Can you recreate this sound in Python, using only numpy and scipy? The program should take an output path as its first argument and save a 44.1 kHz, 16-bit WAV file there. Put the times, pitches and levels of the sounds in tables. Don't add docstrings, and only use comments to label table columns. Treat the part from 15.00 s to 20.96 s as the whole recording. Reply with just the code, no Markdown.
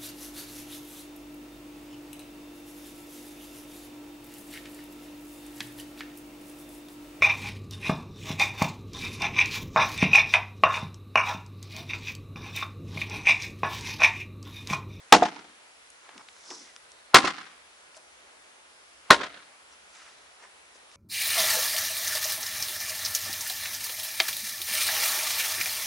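import sys
import numpy as np
from scipy import signal
from scipy.fft import rfft, irfft
from scipy.io import wavfile
from scipy.ndimage import uniform_filter1d

SR = 44100
rng = np.random.default_rng(int(sys.argv[2]) if len(sys.argv) > 2 else 0)


def attenuation_scalar(level_db):
    decades = np.asarray(level_db, float) / 20
    return 10 ** decades


def pcm_store(signal):
    levels = np.round(np.clip(np.atleast_2d(signal), -1, 1) * 32767)
    wavfile.write(sys.argv[1], SR, levels.astype(np.int16).T)


N = 262836


def evened(x):
    return x / np.sqrt(np.mean(x ** 2) + 1e-20)


def read(points, hz):
    f, value = np.transpose(points)
    return np.interp(np.log(hz + 1), np.log(f + 1), value)


def add(mix, s, sound):
    part = mix[..., round(s * SR):][..., :sound.shape[-1]]
    part += sound[..., :part.shape[-1]]


def coloured(x, points):
    gain_db = np.maximum(read(points, abs(np.fft.fftfreq(8192, 1 / SR))), -100)
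    log_gain = np.log(attenuation_scalar(gain_db))
    taps = np.fft.ifft(np.exp(np.conj(signal.hilbert(log_gain)))).real[:2048]
    taps = taps.reshape((1,) * (x.ndim - 1) + (-1,))
    return signal.fftconvolve(x, taps, axes=-1)[..., :x.shape[-1]]


def ring(hz, t60_s, size=4000):
    t = np.arange(size) / SR
    return attenuation_scalar(-60 * t / t60_s) * np.sin(2 * np.pi * hz * t)


def band_noise(x, order, low_hz, high_hz):
    return signal.lfilter(*signal.butter(order, [low_hz, high_hz], "band", fs=SR), x)


def panned(db, left_right_db):
    return attenuation_scalar(db + np.array([[.5], [-.5]]) * left_right_db)


def air():
    # f/Hz, density/dB per Hz
    colour = [(25, -44), (50, -40), (62, -3.5), (75, -20.5), (150, -16.5), (240, -12.5), (400, -5.5),
              (600, -2.5), (1500, -3), (2300, -4), (5000, -10.5), (11000, -13)]
    # f/Hz, likeness/0-1
    likeness = [(60, 0.6), (200, .7), (600, 0), (1700, 0.4), (5000, 0.2), (11000, 0.07)]
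    level_db, patch_db, lag_s = -56.5, 0.84, .0002
    frames, hz = N // 512 + 5, np.fft.rfftfreq(2048, 1 / SR)
    a, b, c, d, patches = rng.standard_normal((frames, 1025, 5)).T
    patches = evened(uniform_filter1d(uniform_filter1d(patches, 40, 0), 12, 1))
    same = np.clip(read(likeness, hz), -1, 1)[:, None]
    left = a + 1j * b
    lagged = left * np.exp(-2j * np.pi * hz * lag_s)[:, None]
    right = same * lagged + np.sqrt(1 - same ** 2) * (c + 1j * d)
    z = np.array([left, right]) * attenuation_scalar(read(colour, hz)[:, None] + patch_db * patches)
    hush = signal.istft(z, nperseg=2048, noverlap=1536)[1][:, :N]
    return attenuation_scalar(level_db) * hush / np.sqrt(np.mean(hush.mean(0) ** 2))


def swish():
    t = np.arange(-4000, 0) / SR
    wind = band_noise(rng.standard_normal(len(t)), 2, 700, 2500)
    return attenuation_scalar(-53.5) * evened(wind) * np.exp(t / 0.039)


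def scatter(decays, same, size, dense):
    a, b = rng.standard_normal((2, size)) * (rng.random((2, size)) < dense)
    sides = np.array([a, same * a + np.sqrt(1 - min(same, 1) ** 2) * b])
    hz, t, z = signal.stft(sides, SR, nperseg=128)
    tail = signal.istft(z * attenuation_scalar(-60 * t / read(decays, hz)[:, None]), SR, nperseg=128)[1]
    return tail / np.linalg.norm(tail[0])


def echo(x, db, smear_s, top_hz, pan_db):
    t = np.arange(2000) / SR
    rough = rng.standard_normal(2000) + 0.34 * rng.standard_normal((2, 2000))
    taps = rough * t * np.exp(-t / smear_s)
    taps = signal.lfilter(*signal.butter(2, top_hz, fs=SR), taps / np.linalg.norm(taps[0]))
    return panned(db, pan_db) * signal.fftconvolve(x[None], taps, axes=1)


def blow(row, wall, colour, modes, pile, yard):
    # delay/s, level/dB, smear/s, left-right/dB
    echoes = [(.011, -10, 0.0047, 1.5), (.024, -14.5, .003, -3), (.04, -20, 0.0035, 4.5),
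              (.058, -30, 0.0034, -4), (0.11, -29.5, 0.004, -9), (.127, -23, 0.0067, 2),
              (.16, -33.5, 0.0036, 2.5), (0.189, -47.5, 0.011, -4), (.238, -41, 0.0036, -8.5),
              (.265, -42.5, 0.0051, -4), (.318, -47.5, 0.0056, 5), (.372, -57.5, .005, -5)]
    # f/Hz, gain/dB
    far_colour = [(60, -25), (110, 8), (170, 12), (300, 6), (500, -2), (1500, -4.5), (5000, -6.5),
                  (11000, -10)]
    contact_s, pile_s, yard_s, wall_s = .0073, .0105, .075, .1006
    _, crack_db, ring_db, pile_db, yard_db = row
    wall_crack_db, wall_ring_db, wall_hz = wall
    t = np.arange(6000) / SR

    force = np.clip(t / .003, 0, 1) ** 1.8 * np.exp(-np.maximum(t - contact_s, 0) / 0.0011)
    snaps = rng.standard_normal(len(t)) * attenuation_scalar(3.81 * rng.exponential(1, len(t))) * force
    crack = coloured(snaps, colour)
    crack = crack / abs(crack).max()
    wood = sum(attenuation_scalar(db) * ring(hz, t60, size=len(t)) for hz, db, t60 in modes)
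    wood = wood * np.clip(t / 0.004, 0, 1)
    wood = attenuation_scalar(ring_db) * wood / abs(wood).max()
    out = np.zeros((2, SR))
    add(out, 0, attenuation_scalar(crack_db) * crack + wood)

    blur = coloured(1. * (t == 0), colour)
    blurred = attenuation_scalar(crack_db) * blur * np.linalg.norm(crack) / np.linalg.norm(blur)
    add(out, pile_s, attenuation_scalar(pile_db) * signal.fftconvolve((blurred + wood)[None], pile, axes=1))
    far = coloured(blurred, far_colour)
    add(out, yard_s, attenuation_scalar(-20.5 + yard_db) * signal.fftconvolve(far[None], yard, axes=1))

    add(out, wall_s, echo(attenuation_scalar(wall_crack_db) * crack, 0, 0.0028, 9000, 0))
    far_side = np.zeros(len(t))
    for hz, db, t60 in modes:
        favour_db = -6.5 * abs(np.log2(hz / wall_hz))
        far_side += attenuation_scalar(db + favour_db) * ring(hz, t60, size=len(t))
    far_side = far_side / abs(far_side).max() * np.clip(t / 0.0011, 0, 1)
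    add(out, wall_s, attenuation_scalar(wall_ring_db) * far_side)

    for delay, db, smear_s, pan_db in echoes:
        heard = blurred + np.exp(-delay / .25) * wood
        top_hz = 10000 * np.exp(-delay / 0.93)
        add(out, delay, echo(heard, db + yard_db, smear_s, top_hz, pan_db))
    return out


def chops():
    # t/s, crack/dB, ring/dB, pile/dB, yard/dB
    blows = [
        (0.1225, 9.5, 1, -6, -1.5),
        (2.1426, 7, -1, -3.5, 5.5),
        (4.1028, 11, -3, -7.5, -3.5),
    ]
    # crack/dB, ring/dB, favoured modes f/Hz
    wall_hears = [
        (-15.5, 0, 590),
        (-14.5, -10, 350),
        (-21.5, -21.5, 390),
    ]
    # f/Hz, density/dB per Hz
    cracks = [
        [(35, -66), (60, -29.5), (118, -27.5), (294, -10), (492, -12.5), (579, -21.5), (715, -6), (882, -5.5),
         (1040, -9.5), (4530, -22), (6000, -22.5), (16000, -61.5)],
        [(35, -56), (60, -33), (308, -9), (636, -17.5), (785, -1.5), (946, -14.5), (1040, -0.5), (2090, -6),
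         (2520, -9), (4970, -12), (10300, -29), (16000, -59)],
        [(35, -54), (60, -22.5), (124, -27.5), (308, -8), (417, -10.5), (621, -2), (903, -10), (1410, -1),
         (2770, -10), (3670, -8), (10800, -32.5), (16000, -63.5)],
    ]
    # f/Hz, level/dB, t60/s
    rings = [
        [(196, -18.5, 0.14), (318.9, -14, 0.18), (498, -6, .06), (717, 1, 0.09), (665, -7, .07),
         (888, -8.5, .05), (1800, -5.5, 0.014), (1114, -8, 0.029), (1600, -1, 0.014)],
        [(201.8, -19.5, 0.081), (321, -13.5, .08), (570, -5, 0.03), (647, -8, 0.044), (370, -10, 0.079),
         (1055, 5, 0.046), (1212, -8.5, .05), (2110, -8.5, 0.031), (4804, -11.5, 0.024)],
        [(189.4, -25, 0.05), (408, -9.5, 0.092), (307, -12, .08), (600, -14, 0.067), (952, -4.5, 0.064),
         (1060, 4.5, .045), (1430, -20.5, .05), (1800, -12, 0.026), (3692, -14, 0.045)],
    ]
    # f/Hz, t60/s
    pile_decay = [(100, 0.17), (300, .2), (800, 0.1), (2000, 0.11), (5000, .12), (12000, 0.18)]
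    # f/Hz, t60/s
    yard_decay = [(100, .38), (300, .6), (600, 0.55), (1000, .55), (2000, 0.82), (5000, 0.68),
                  (12000, 0.45)]
    # f/Hz, side gain/dB
    width = [(100, -5), (300, -8.5), (700, -3), (1500, 3.5), (3000, 2.5), (6000, 2.5), (12000, 5)]
    # f/Hz, left-right/dB
    balance = [(60, -3.5), (250, -2.3), (1000, 0.56), (4000, 0.6), (15000, 2.7)]
    chop = np.zeros((2, N))
    pile = scatter(pile_decay, .93, size=12000, dense=.25)
    yard = scatter(yard_decay, 0.51, size=36000, dense=.02)
    for row, wall, colour, modes in zip(blows, wall_hears, cracks, rings):
        add(chop, row[0], blow(row, wall, colour, modes, pile, yard))
        add(chop, row[0] - 4000 / SR, swish())

    side = (chop[0] - chop[1]) / 2
    side = irfft(rfft(side) * attenuation_scalar(read(width, np.fft.rfftfreq(N, 1 / SR))), N)
    chop = chop.mean(0) + np.array([[1], [-1]]) * side
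    lean = np.array(balance) * [1, .5]
    return np.array([coloured(chop[0], lean), coloured(chop[1], lean * [1, -1])])


def tick(db, low_hz, high_hz, t60_s):
    snap = rng.standard_normal(3000) * attenuation_scalar(-60 * np.arange(3000) / SR / t60_s)
    snap = band_noise(snap, 3, low_hz, high_hz)
    return panned(db, 1.9) * snap / abs(snap).max()


def add_ticks(mix):
    # t/s, peak/dB, low f/Hz, high f/Hz, t60/s
    ticks = [(0.903, -39, 5500, 10500, .012), (1.0911, -36, 401, 2960, .014),
             (1.179, -33.5, 1490, 6000, .014), (1.207, -44, 486, 1490, 0.048),
             (1.286, -33.5, 1400, 4440, .014), (1.365, -43.5, 796, 4000, 0.0074),
             (1.504, -29.5, 1800, 6700, 0.032), (1.511, -34.5, 399, 2000, .04),
             (1.7633, -28, 900, 6500, 0.0037), (1.918, -39.5, 4040, 8460, .015),
             (2.946, -40.5, 1010, 3500, 0.011), (2.968, -36, 3970, 10000, 0.011),
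             (2.9738, -39, 2980, 8000, .012), (5.756, -49.5, 300, 675, .0095),
             (5.915, -40.5, 1500, 5990, 0.011), (2.1355, -22, 708.3, 1500, 0.13),
             (4.097, -33.5, 497, 1800, 0.062)]
    for s, *row in ticks:
        add(mix, s, tick(*row))


def rub(peak_s, swell_s, fade_s, db, centre_hz, octaves):
    t = np.arange(-30000, 30000) / SR
    clumps = evened(uniform_filter1d(rng.standard_normal(len(t)), 220))
    grains = rng.standard_normal((2, len(t))) * attenuation_scalar(2.4 * clumps)
    grains = np.array([grains[0], .8 * grains[0] + .6 * grains[1]])
    hz = np.fft.rfftfreq(len(t), 1 / SR)
    bell = np.exp(-abs(np.log2((hz + 1) / centre_hz) / octaves) ** 1.4)
    bell = bell * attenuation_scalar(2.5 * evened(uniform_filter1d(rng.standard_normal(len(hz)), 200)))
    band = irfft(rfft(grains) * bell / np.sqrt((bell ** 2).mean()), len(t))
    return peak_s + t[0], band * attenuation_scalar(db - 25 * np.where(t < 0, -t / swell_s, t / fade_s))


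def add_scrapes(mix):
    scrapes = [(1.07, .09, 0.31, -54.5, 1300), (1.211, .22, 0.03, -52.5, 1000),
               (1.52, 0.17, 0.19, -52.5, 950), (1.68, 0.31, .13, -58.5, 1874),
               (2.974, 0.077, 0.033, -56.5, 1005), (3.501, 0.41, 0.42, -75, 1190),
               (4.734, 0.048, .04, -57.5, 1255), (4.95, 0.051, 0.6, -54, 1880),
               (5.084, 0.27, 0.044, -54, 1480), (5.44, 0.064, 0.068, -49, 1193),
               (5.53, 0.13, .12, -63, 1215), (5.75, 0.054, .2, -64, 1320), (5.95, .14, 0.27, -61, 1390),
               (4.24, .08, .3, -64.5, 135), (1.17, .06, .2, -73, 140), (4.399, .2, .2, -57.5, 1500),
               (2.45, 0.23, 0.21, -55.5, 1600)]
    for row in scrapes:
        add(mix, *rub(*row, octaves=1))


def add_thuds(mix):
    # t/s, peak/dB, f/Hz, t60/s
    thuds = [
        (1.5025, -43, 361, .2),
        (1.5125, -47, 300, .15),
        (1.53, -53, 450, .2),
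        (1.161, -58, 200, .1),
        (2.9675, -46, 630, .09),
        (2.9675, -52, 1550, .05),
        (5.43, -58, 450, .1),
        (5.04, -60, 680, .15),
    ]
    for s, db, hz, t60_s in thuds:
        onset = np.clip(np.arange(9000) / SR * hz, 0, 1)
        add(mix, s, attenuation_scalar(db) * ring(hz, t60_s, size=9000) * onset)


def add_rumbles(mix):
    rumbles = [
        (1.17, .06, 0.1, -56.5),
        (1.51, 0.062, 0.141, -55.5),
        (1.61, 0.11, 0.13, -59.5),
        (2.974, 0.065, .03, -75),
        (5.44, 0.092, 0.1, -66),
        (5.751, 0.034, .06, -71),
    ]
    for row in rumbles:
        add(mix, *rub(*row, centre_hz=300, octaves=0.54))


def add_cloth(mix):
    slides = [(1.211, 0.3, .07, -64, 0.59), (1.519, 0.12, .2, -45.5, .2), (1.549, 0.41, .3, -50.5, .6),
              (1.63, 0.19, .14, -54, .45), (2.965, 0.044, 0.036, -54, 0.64),
              (4.734, 0.078, 0.098, -61, 0.65), (4.95, 0.11, 0.53, -56.5, 0.64),
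              (5.084, 0.23, 0.057, -64, 0.62), (5.44, .07, .07, -57, 0.64), (5.76, .05, 0.043, -57, 0.72),
              (5.93, .1, .3, -61, 0.62)]
    for *row, octaves in slides:
        add(mix, *rub(*row, 5500, np.clip(octaves, .15, 1.5)))


def scene():
    mix = air()
    mix += chops()
    add_ticks(mix)
    add_scrapes(mix)
    add_thuds(mix)
    add_rumbles(mix)
    add_cloth(mix)
    return mix


def roll_off(x):
    return signal.sosfilt(signal.butter(12, 16330, fs=SR, output="sos"), x)


def record(dry):
    edge_hz, overload = 11050, attenuation_scalar(0)
    taps = signal.firwin(601, edge_hz, window=("kaiser", 9), fs=SR)
    low = signal.oaconvolve(dry, taps[None], "same")
    return roll_off(np.clip(low, -overload, overload))


dry = scene()
out = record(dry)
pcm_store(out)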